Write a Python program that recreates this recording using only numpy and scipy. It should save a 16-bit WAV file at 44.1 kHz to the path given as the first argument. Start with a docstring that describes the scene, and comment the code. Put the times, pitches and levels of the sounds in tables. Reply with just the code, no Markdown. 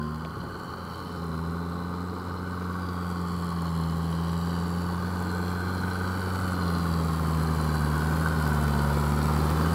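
"""A diesel tractor drones and knocks its way nearer through a flooded field, dragging a tiller through mud.
Its speed sags and recovers with the load: one count of firings times the exhaust's harmonics and puffs,
the knocks, rings and ticks of noise through resonant metal, and the gear tones.
The water returns a slowly sweeping echo of block, bonnet, valves and injectors.
Mud splatters as noise shaped by random drops, breeze buffets the microphone, and a few stray ticks stand out."""
import sys
import numpy as np
from scipy import signal
from scipy.fft import rfft, irfft, next_fast_len
from scipy.io import wavfile

SR = 44100
rng = np.random.default_rng(int(sys.argv[2]) if len(sys.argv) > 2 else 0)


def dump(signal):
    """Clip the signal to [-1, 1] and save it as 16-bit WAV at the path in sys.argv[1]."""
    limited = np.clip(np.atleast_2d(signal).T, -1, 1)
    pcm = np.round(limited * 32767).astype(np.int16)
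    wavfile.write(sys.argv[1], SR, pcm)


N = 429534
TIME = np.arange(N) / SR  # s

# The cylinders in firing order. Each row: relative strength of knock in dB, of tick and clatter in dB.
CYLINDERS = [(-7.5, -6.5), (-10, -6), (-12.5, -6), (-12.5, -6)]
# The tractor's path. Each row: time in seconds, distance from the microphone in metres.
PATH = [(0, 24.6), (1.5, 20.6), (2.5, 20.8), (3.2, 17.6), (5, 14.1), (6.2, 12.2), (7, 10.3), (8, 8.7),
        (9.74, 6.8)]
# Block knock, before its trim: level in dB at the reference distance, dB gained per dB of nearness,
# dB gained while side-on.
KNOCK_LEVEL = (-36.5, 0.91, 0.1)


def gain_of(db):
    """Decibels to amplitude."""
    return 10 ** (np.asarray(db) / 20)


def evened(x):
    """Scales to rms 1."""
    return x / np.sqrt(np.mean(x ** 2) + 1e-20)


def curves(rows):
    """Each column of a table, after the time column, as a curve over all samples."""
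    s, *columns = np.transpose(rows)
    return [np.interp(TIME, s, c) for c in columns]


def swells(rows):
    """Rounded rises or dips of level in dB, from rows of middle (s), length (s) and height (dB)."""
    return sum(db * np.exp(-(2 * (TIME - s) / length) ** 4) for s, length, db in rows)


def wander(per_s):
    """Random drift of rms 1, with `per_s` new values a second joined by straight lines."""
    knots = rng.standard_normal(4000)
    return evened(np.interp(TIME * per_s, np.arange(len(knots)), knots))


def coloured(x, spectrum):
    """Filters x to a spectrum given as rows of Hz and dB; rms 1."""
    size = next_fast_len(N + 4096)
    f, db = np.transpose(spectrum)
    shape_db = np.interp(np.log(np.fft.rfftfreq(size, 1 / SR) + 1), np.log(f + 1), db)
    return evened(irfft(rfft(x, size) * gain_of(shape_db), size)[:N])


def ringing(x, modes):
    """Filters x through resonances, whose amplitude halves one width from the centre; rms 1."""
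    size = next_fast_len(N + 4096)
    f = np.fft.rfftfreq(size, 1 / SR)
    power = sum((gain_of(db) / (1 + ((f - hz) / width) ** 2)) ** 2 for hz, width, db in modes)
    return evened(irfft(rfft(x, size) * np.sqrt(power), size)[:N])


def nearness_db():
    """Gain from the tractor's distance, by the inverse distance law."""
    reference_m = 12
    metres, = curves(PATH)
    return 20 * np.log10(reference_m / metres)


def layer_db(level_row, near_db, side_on):
    """A layer's level follows the tractor's distance and its turn."""
    db, growth, side_db = level_row
    return db + growth * near_db + side_db * side_on


def bursts(firings, cylinder_db, scatter_db, rise, decay, between, repeat):
    """A noise burst per firing over a steady floor; the share `repeat` of its power recurs every cycle."""
    at = np.flatnonzero(np.diff(np.floor(firings)) > 0)
    blows = np.zeros(N)
    blows[at] = gain_of(np.resize(cylinder_db, len(at)) + scatter_db * rng.standard_normal(len(at)))
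    t = TIME[:2048]
    burst_shape = (1 - np.exp(-t / rise)) * np.exp(-t / decay)  # rise and decay in s
    envelope = evened(signal.oaconvolve(blows, burst_shape)[:N])
    cycle_phase = firings / len(CYLINDERS) % 1
    pattern = evened(np.interp(cycle_phase, np.linspace(0, 1, 2048), rng.standard_normal(2048)))
    share = np.clip(repeat, 0, 1)
    vibration = np.sqrt(share) * pattern + np.sqrt(1 - share) * rng.standard_normal(N)
    return np.hypot(envelope, between) * vibration


def water_echo_ms(height_m):
    """The detour by the water's surface lengthens as the tractor nears."""
    mic_height_m, sound_m_per_s = 2.1, 343
    metres, = curves(PATH)
    return 1000 * 2 * height_m * mic_height_m / metres / sound_m_per_s


def mirrored(x, height_m, water, panels):
    """Adds the water's sweeping echo and drifting echoes off blade and mudguards; rms 1."""
    fine = signal.resample_poly(x, 2, 1)  # doubled rate for smooth fractional delays
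    fine_time = np.arange(2 * N) / (2 * SR)

    def delayed(ms):
        return np.interp(TIME - ms / 1000, fine_time, fine)

    water_echo = delayed(water_echo_ms(height_m))
    panel_ms = [ms + .06 * wander(1.2) for ms in np.geomspace(.6, 3.4, 5)]
    # every second panel echo is inverted
    panel_echoes = sum((-1) ** k * delayed(ms) for k, ms in enumerate(panel_ms))
    return evened(x + water * water_echo + panels * panel_echoes)


def breeze():
    """Air buffets the microphone: low noise with a wandering level and a few stronger gusts."""
    # Each row: frequency in Hz, relative level in dB.
    gust_spectrum = [(10, -14), (28, -15), (50, 6), (75, 8), (130, 13.5), (300, -16), (1000, -68)]
    # Each row: middle in seconds, length in seconds, rise over the calm in dB.
    gust_swells = [(.45, .3, 12), (4.95, .25, 7), (5.88, 0.22, 12), (6.46, 0.2, 13)]
    calm_db, rise_db_per_s, wander_db = -52, 0.05, 2
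    db = calm_db + rise_db_per_s * TIME + wander_db * wander(11) + swells(gust_swells)
    return gain_of(db) * coloured(rng.standard_normal(N), gust_spectrum)


def stray_ticks():
    """Ticks and dull knocks: sudden, decaying bursts of noise, each ringing in one band."""
    # Each row: start in seconds, peak level in dB, centre in Hz, width in Hz, decay in seconds.
    tick_rows = [(.2495, -36, 2500, 1350, .0018), (.251, -34, 400, 420, .006), (.396, -33, 200, 150, .006),
                 (.433, -34, 400, 300, .012), (.552, -35, 500, 450, .008), (8.475, -43, 13000, 350, .008)]
    out = np.zeros(N)
    for s, db, hz, width, decay in tick_rows:
        envelope = (TIME >= s) * np.exp(-np.minimum(abs(TIME - s) / decay, 50))
        band = ringing(envelope * rng.standard_normal(N), [(hz, width, 0)])
        # the band has rms 1 over the whole scene, so the envelope's rms restores its peak
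        out += gain_of(db) * np.sqrt(np.mean(envelope ** 2)) * band
    return out


def splashing(near_db, side_on):
    """Muddy drops, a few of them large, fall back into a soft wash of churned water."""
    # Each row: frequency in Hz, relative level in dB.
    spray_spectrum = [(200, -23), (600, 18), (1800, 13.5), (3000, 4.5), (6500, 0), (9500, 3), (12500, 2.5),
                      (15500, 0.5)]
    # Level in dB at the reference distance before trim, dB per dB of nearness, dB gained while side-on.
    splash_level = (-55, 1.45, -1.3)
    # The water surges, then slackens. Each row: middle in seconds, length in seconds, change in dB.
    surge_swells = [(.95, 0.25, 2.5), (2.0, 0.9, -4)]
    drops_per_s, drop_decay_s = 620, 0.0003
    sizes = gain_of(4.8 * np.minimum(rng.exponential(1, N), 4.8))
    drops = sizes * (rng.random(N) < drops_per_s / SR)
    drop_power = signal.oaconvolve(drops ** 2, np.exp(-TIME[:512] / drop_decay_s))[:N]
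    spatter = np.sqrt(abs(drop_power))
    water = np.hypot(0.6 * evened(spatter), 1) * rng.standard_normal(N)  # the 1 is the steady wash
    db = layer_db(splash_level, near_db, side_on) + swells(surge_swells) + .5 * wander(14)
    return gain_of(db + 6.0) * coloured(water, spray_spectrum)


def gears(firings, near_db, side_on):
    """Thin wavering sines locked to the engine's speed: a fading whine, a hum and gear tones."""
    # Each row: multiple of the firing rate, level in dB against the untrimmed knock.
    gear_tones = [(3.5, -13), (9.5, -16.5), (12.67, -15.5), (13.5, -12.5)]
    whine_order, whine_db, whine_fade_s = 13.6, -39, 0.1  # orders are multiples of the firing rate
    hum_order, hum_db, hum_wander_db = 4.75, -55, 3.5

    def tone(order, db):
        phase = 2 * np.pi * order * firings + .5 * wander(30)
        return np.sqrt(2) * gain_of(db + 2 * wander(13)) * np.sin(phase)

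    # the driveline's whine falls to half after one fade time
    whine = tone(whine_order, whine_db) / (1 + TIME / whine_fade_s)
    hum = tone(hum_order, hum_db + hum_wander_db * wander(2.08))
    knock_db = layer_db(KNOCK_LEVEL, near_db, side_on)
    return whine + hum + sum(tone(order, knock_db + db) for order, db in gear_tones)


def injectors(firings, near_db, side_on):
    """Short bright ticks of uneven strength ring high resonances at each firing."""
    # Each row: centre in Hz, width in Hz, level in dB.
    injector_modes = [(7060, 200, -2), (7665, 400, 3.5), (8600, 330, -2.5), (9940, 350, -1.5),
                      (10870, 610, 2.5), (12500, 900, -6)]
    # Level in dB at the reference distance before trim, dB per dB of nearness, dB gained while side-on.
    injection_level = (-53.5, 0.96, -6)
    blows = bursts(firings, np.transpose(CYLINDERS)[1], scatter_db=3.0, rise=0.00093, decay=0.0023,
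                   between=0.49, repeat=0.031)
    heard = mirrored(ringing(blows, injector_modes), height_m=1.3, water=0.93, panels=0.4)
    db = layer_db(injection_level, near_db, side_on) + 1.2 * wander(5)
    return gain_of(db - 2.5) * heard


def clatter(firings, near_db, side_on):
    """The valve cover rings with each firing, and swells now and then."""
    # Each row: centre in Hz, width in Hz, level in dB.
    cover_modes = [(2315, 40, 2.5), (3060, 133, 0.5), (3320, 310, -5), (4145, 276, 3.5), (4576, 220, 3),
                   (5330, 710, -9.5)]
    # Level in dB at the reference distance before trim, dB per dB of nearness, dB gained while side-on.
    clatter_level = (-50.5, 0.65, -2.6)
    # Each row: middle in seconds, length in seconds, rise in dB.
    clatter_swells = [(1.05, 0.34, 3.5), (4.45, .8, 2), (6.7, .3, 2)]
    blows = bursts(firings, np.transpose(CYLINDERS)[1], scatter_db=2.5, rise=0.0052, decay=0.0031,
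                   between=0.98, repeat=0.18)
    heard = mirrored(ringing(blows, cover_modes), height_m=1.29, water=.55, panels=0.2)
    db = layer_db(clatter_level, near_db, side_on) + swells(clatter_swells)
    return gain_of(db + 0.84) * heard


def bonnet(firings, near_db, side_on):
    """A sheet-metal panel rings after each knock; the water echo sweeps through its resonances."""
    # Each row: centre in Hz, width in Hz, level in dB.
    bonnet_modes = [(1122, 51, 1), (1343, 68, -0.5), (1491, 81, 4)]
    # Level in dB at the reference distance, dB gained per dB of nearness, dB gained while side-on.
    bonnet_level = (-42.5, 1.0, -2.5)
    # Each row: middle in seconds, length in seconds, rise in dB.
    bonnet_swells = [(3.1, 1.5, 5.5), (6.0, 1.3, 2), (8.25, 0.96, 2.5)]
    blows = bursts(firings - 1 / 8, np.transpose(CYLINDERS)[0], scatter_db=2, rise=0.001, decay=0.0049,
                   between=0.46, repeat=0.15)
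    heard = mirrored(ringing(blows, bonnet_modes), height_m=1.36, water=0.77, panels=0.018)
    return gain_of(layer_db(bonnet_level, near_db, side_on) + swells(bonnet_swells)) * heard


def knock(firings, near_db, side_on):
    """Combustion strikes the engine block, which adds two sharp resonances to its broad body."""
    # Each row: frequency in Hz, relative level in dB.
    block_spectrum = [(400, -29), (620, -11), (700, -4), (900, 1), (1080, 2), (1250, -4.5), (1350, 0),
                      (1520, -6.5), (1620, -15.5), (1780, -13.5), (2100, -17.5), (2500, -27), (4000, -35.5)]
    # The sharpest resonances. Each row: centre in Hz, width in Hz, level in dB.
    block_modes = [(1087, 18, -5), (1226, 20, 3)]
    blows = bursts(firings - 1 / 8, np.transpose(CYLINDERS)[0], scatter_db=1.4, rise=0.0011, decay=0.024,
                   between=0.49, repeat=0.32)
    body = coloured(blows, block_spectrum) + gain_of(-9) * ringing(blows, block_modes)
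    heard = mirrored(body, height_m=1.42, water=0.13, panels=0.0077)
    return gain_of(layer_db(KNOCK_LEVEL, near_db, side_on) - 2.22) * heard


def puffs(firings, near_db, side_on):
    """Gas leaves the exhaust pipe in a rough puff after each firing."""
    # Each row: frequency in Hz, relative level in dB.
    pipe_spectrum = [(30, -36), (60, -6), (110, -0.5), (200, 3.5), (300, -1), (420, -1.5), (500, -4),
                     (560, -2.5), (620, -17.5), (800, -9), (1500, -39.5)]
    # Level in dB at the reference distance before trim, dB per dB of nearness, dB gained while side-on.
    puff_level = (-41.5, 1.16, 2.4)
    gas = bursts(firings - 1 / 8, [0], scatter_db=1.1, rise=.002, decay=.0055, between=.6, repeat=.15)
    return gain_of(layer_db(puff_level, near_db, side_on) + 4.0) * coloured(gas, pipe_spectrum)


def drone(firings, firing_hz, near_db, side_on):
    """The exhaust's low note: harmonics of the firing rate, rebalanced as the governor cuts the fuel."""
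    # Each row: multiple of the firing rate, level in dB, dB per dB of nearness, dB gained while side-on,
    # dB lost per firing a second above the governed speed.
    harmonics = [(1, -33.5, 0.98, 0.2, -0.22), (2, -30, 0.36, -2.5, 0.97), (3, -48.5, .5, 5.5, .1),
                 (4, -58.5, -0.5, -3, -0.8), (5, -56, 1.4, 8, 0), (6, -59, 2.2, 3, -1.2)]
    # The silencer booms when a harmonic meets a resonance. Each row: centre in Hz, width in Hz, rise in dB.
    booms = [(222, 20.4, 12), (437, 21, 4.5)]
    # Each row: middle in seconds, length in seconds, change in dB.
    note_swells = [(.7, 0.9, -10), (2.3, 0.48, -1.5), (4.1, 1.1, 1.5), (6.9, 0.97, 1)]
    governed_hz = 86.14  # firings a second
    eased_hz = np.maximum(firing_hz - governed_hz, 0)
    note = np.zeros(N)
    for k, db, growth, side_db, loss_db in harmonics:
        boom_db = sum(peak * np.exp(-((k * firing_hz - hz) / width) ** 2) for hz, width, peak in booms)
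        swing = np.cos(2 * np.pi * k * (firings - 1 / 7) + .6 * np.pi)
        moving_db = layer_db((db, growth, side_db), near_db, side_on)
        note += gain_of(moving_db - loss_db * eased_hz + boom_db) * swing
    flutter_db = .2 * wander(40) + .35 * wander(6)
    return np.sqrt(2) * gain_of(swells(note_swells) + flutter_db) * note


def scene():
    """One count of firings drives every engine layer; most layers grow louder as the tractor nears."""
    # Engine speed, sagging as the tiller bites. Each row: time in seconds, firings a second.
    speed = [(0.0, 76.0), (0.24, 79.7), (0.52, 88.2), (0.9, 85.9), (1.05, 89.1), (1.34, 81.3), (1.55, 84.7),
             (2.12, 89.9), (2.8, 89.5), (3.49, 86.3), (3.85, 81.8), (5.02, 88.3), (5.13, 90.2),
             (5.54, 89.1), (5.72, 91.4), (6.42, 92.6), (6.62, 87.8), (7.13, 80.3), (7.56, 78.8),
             (7.86, 74.7), (8.26, 80.7), (8.57, 73.4), (8.9, 72.1), (9.49, 76.4), (9.74, 83.8)]
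    firing_hz, = curves(speed)
    firings = np.cumsum(firing_hz * (1 + 0.001992 * wander(30))) / SR
    # the tractor swings round from side-on (1) to face the microphone (0)
    facing_s, facing_takes_s = 2.79, 0.96
    side_on = np.clip(.5 + (facing_s - TIME) / facing_takes_s, 0, 1)
    near_db = nearness_db()
    mix = breeze() + stray_ticks() + splashing(near_db, side_on)
    for layer in (gears, injectors, clatter, bonnet, knock, puffs):
        mix = mix + layer(firings, near_db, side_on)
    mix = mix + drone(firings, firing_hz, near_db, side_on)
    return mix[None]


def record(dry):
    """The recorder's band limit: a steep low-pass."""
    edge_hz = 15720
    lowpass = signal.firwin(1023, edge_hz, window=("kaiser", 9), fs=SR)
    return signal.oaconvolve(dry, lowpass[None], "same")


dry = scene()
out = record(dry)
dump(out)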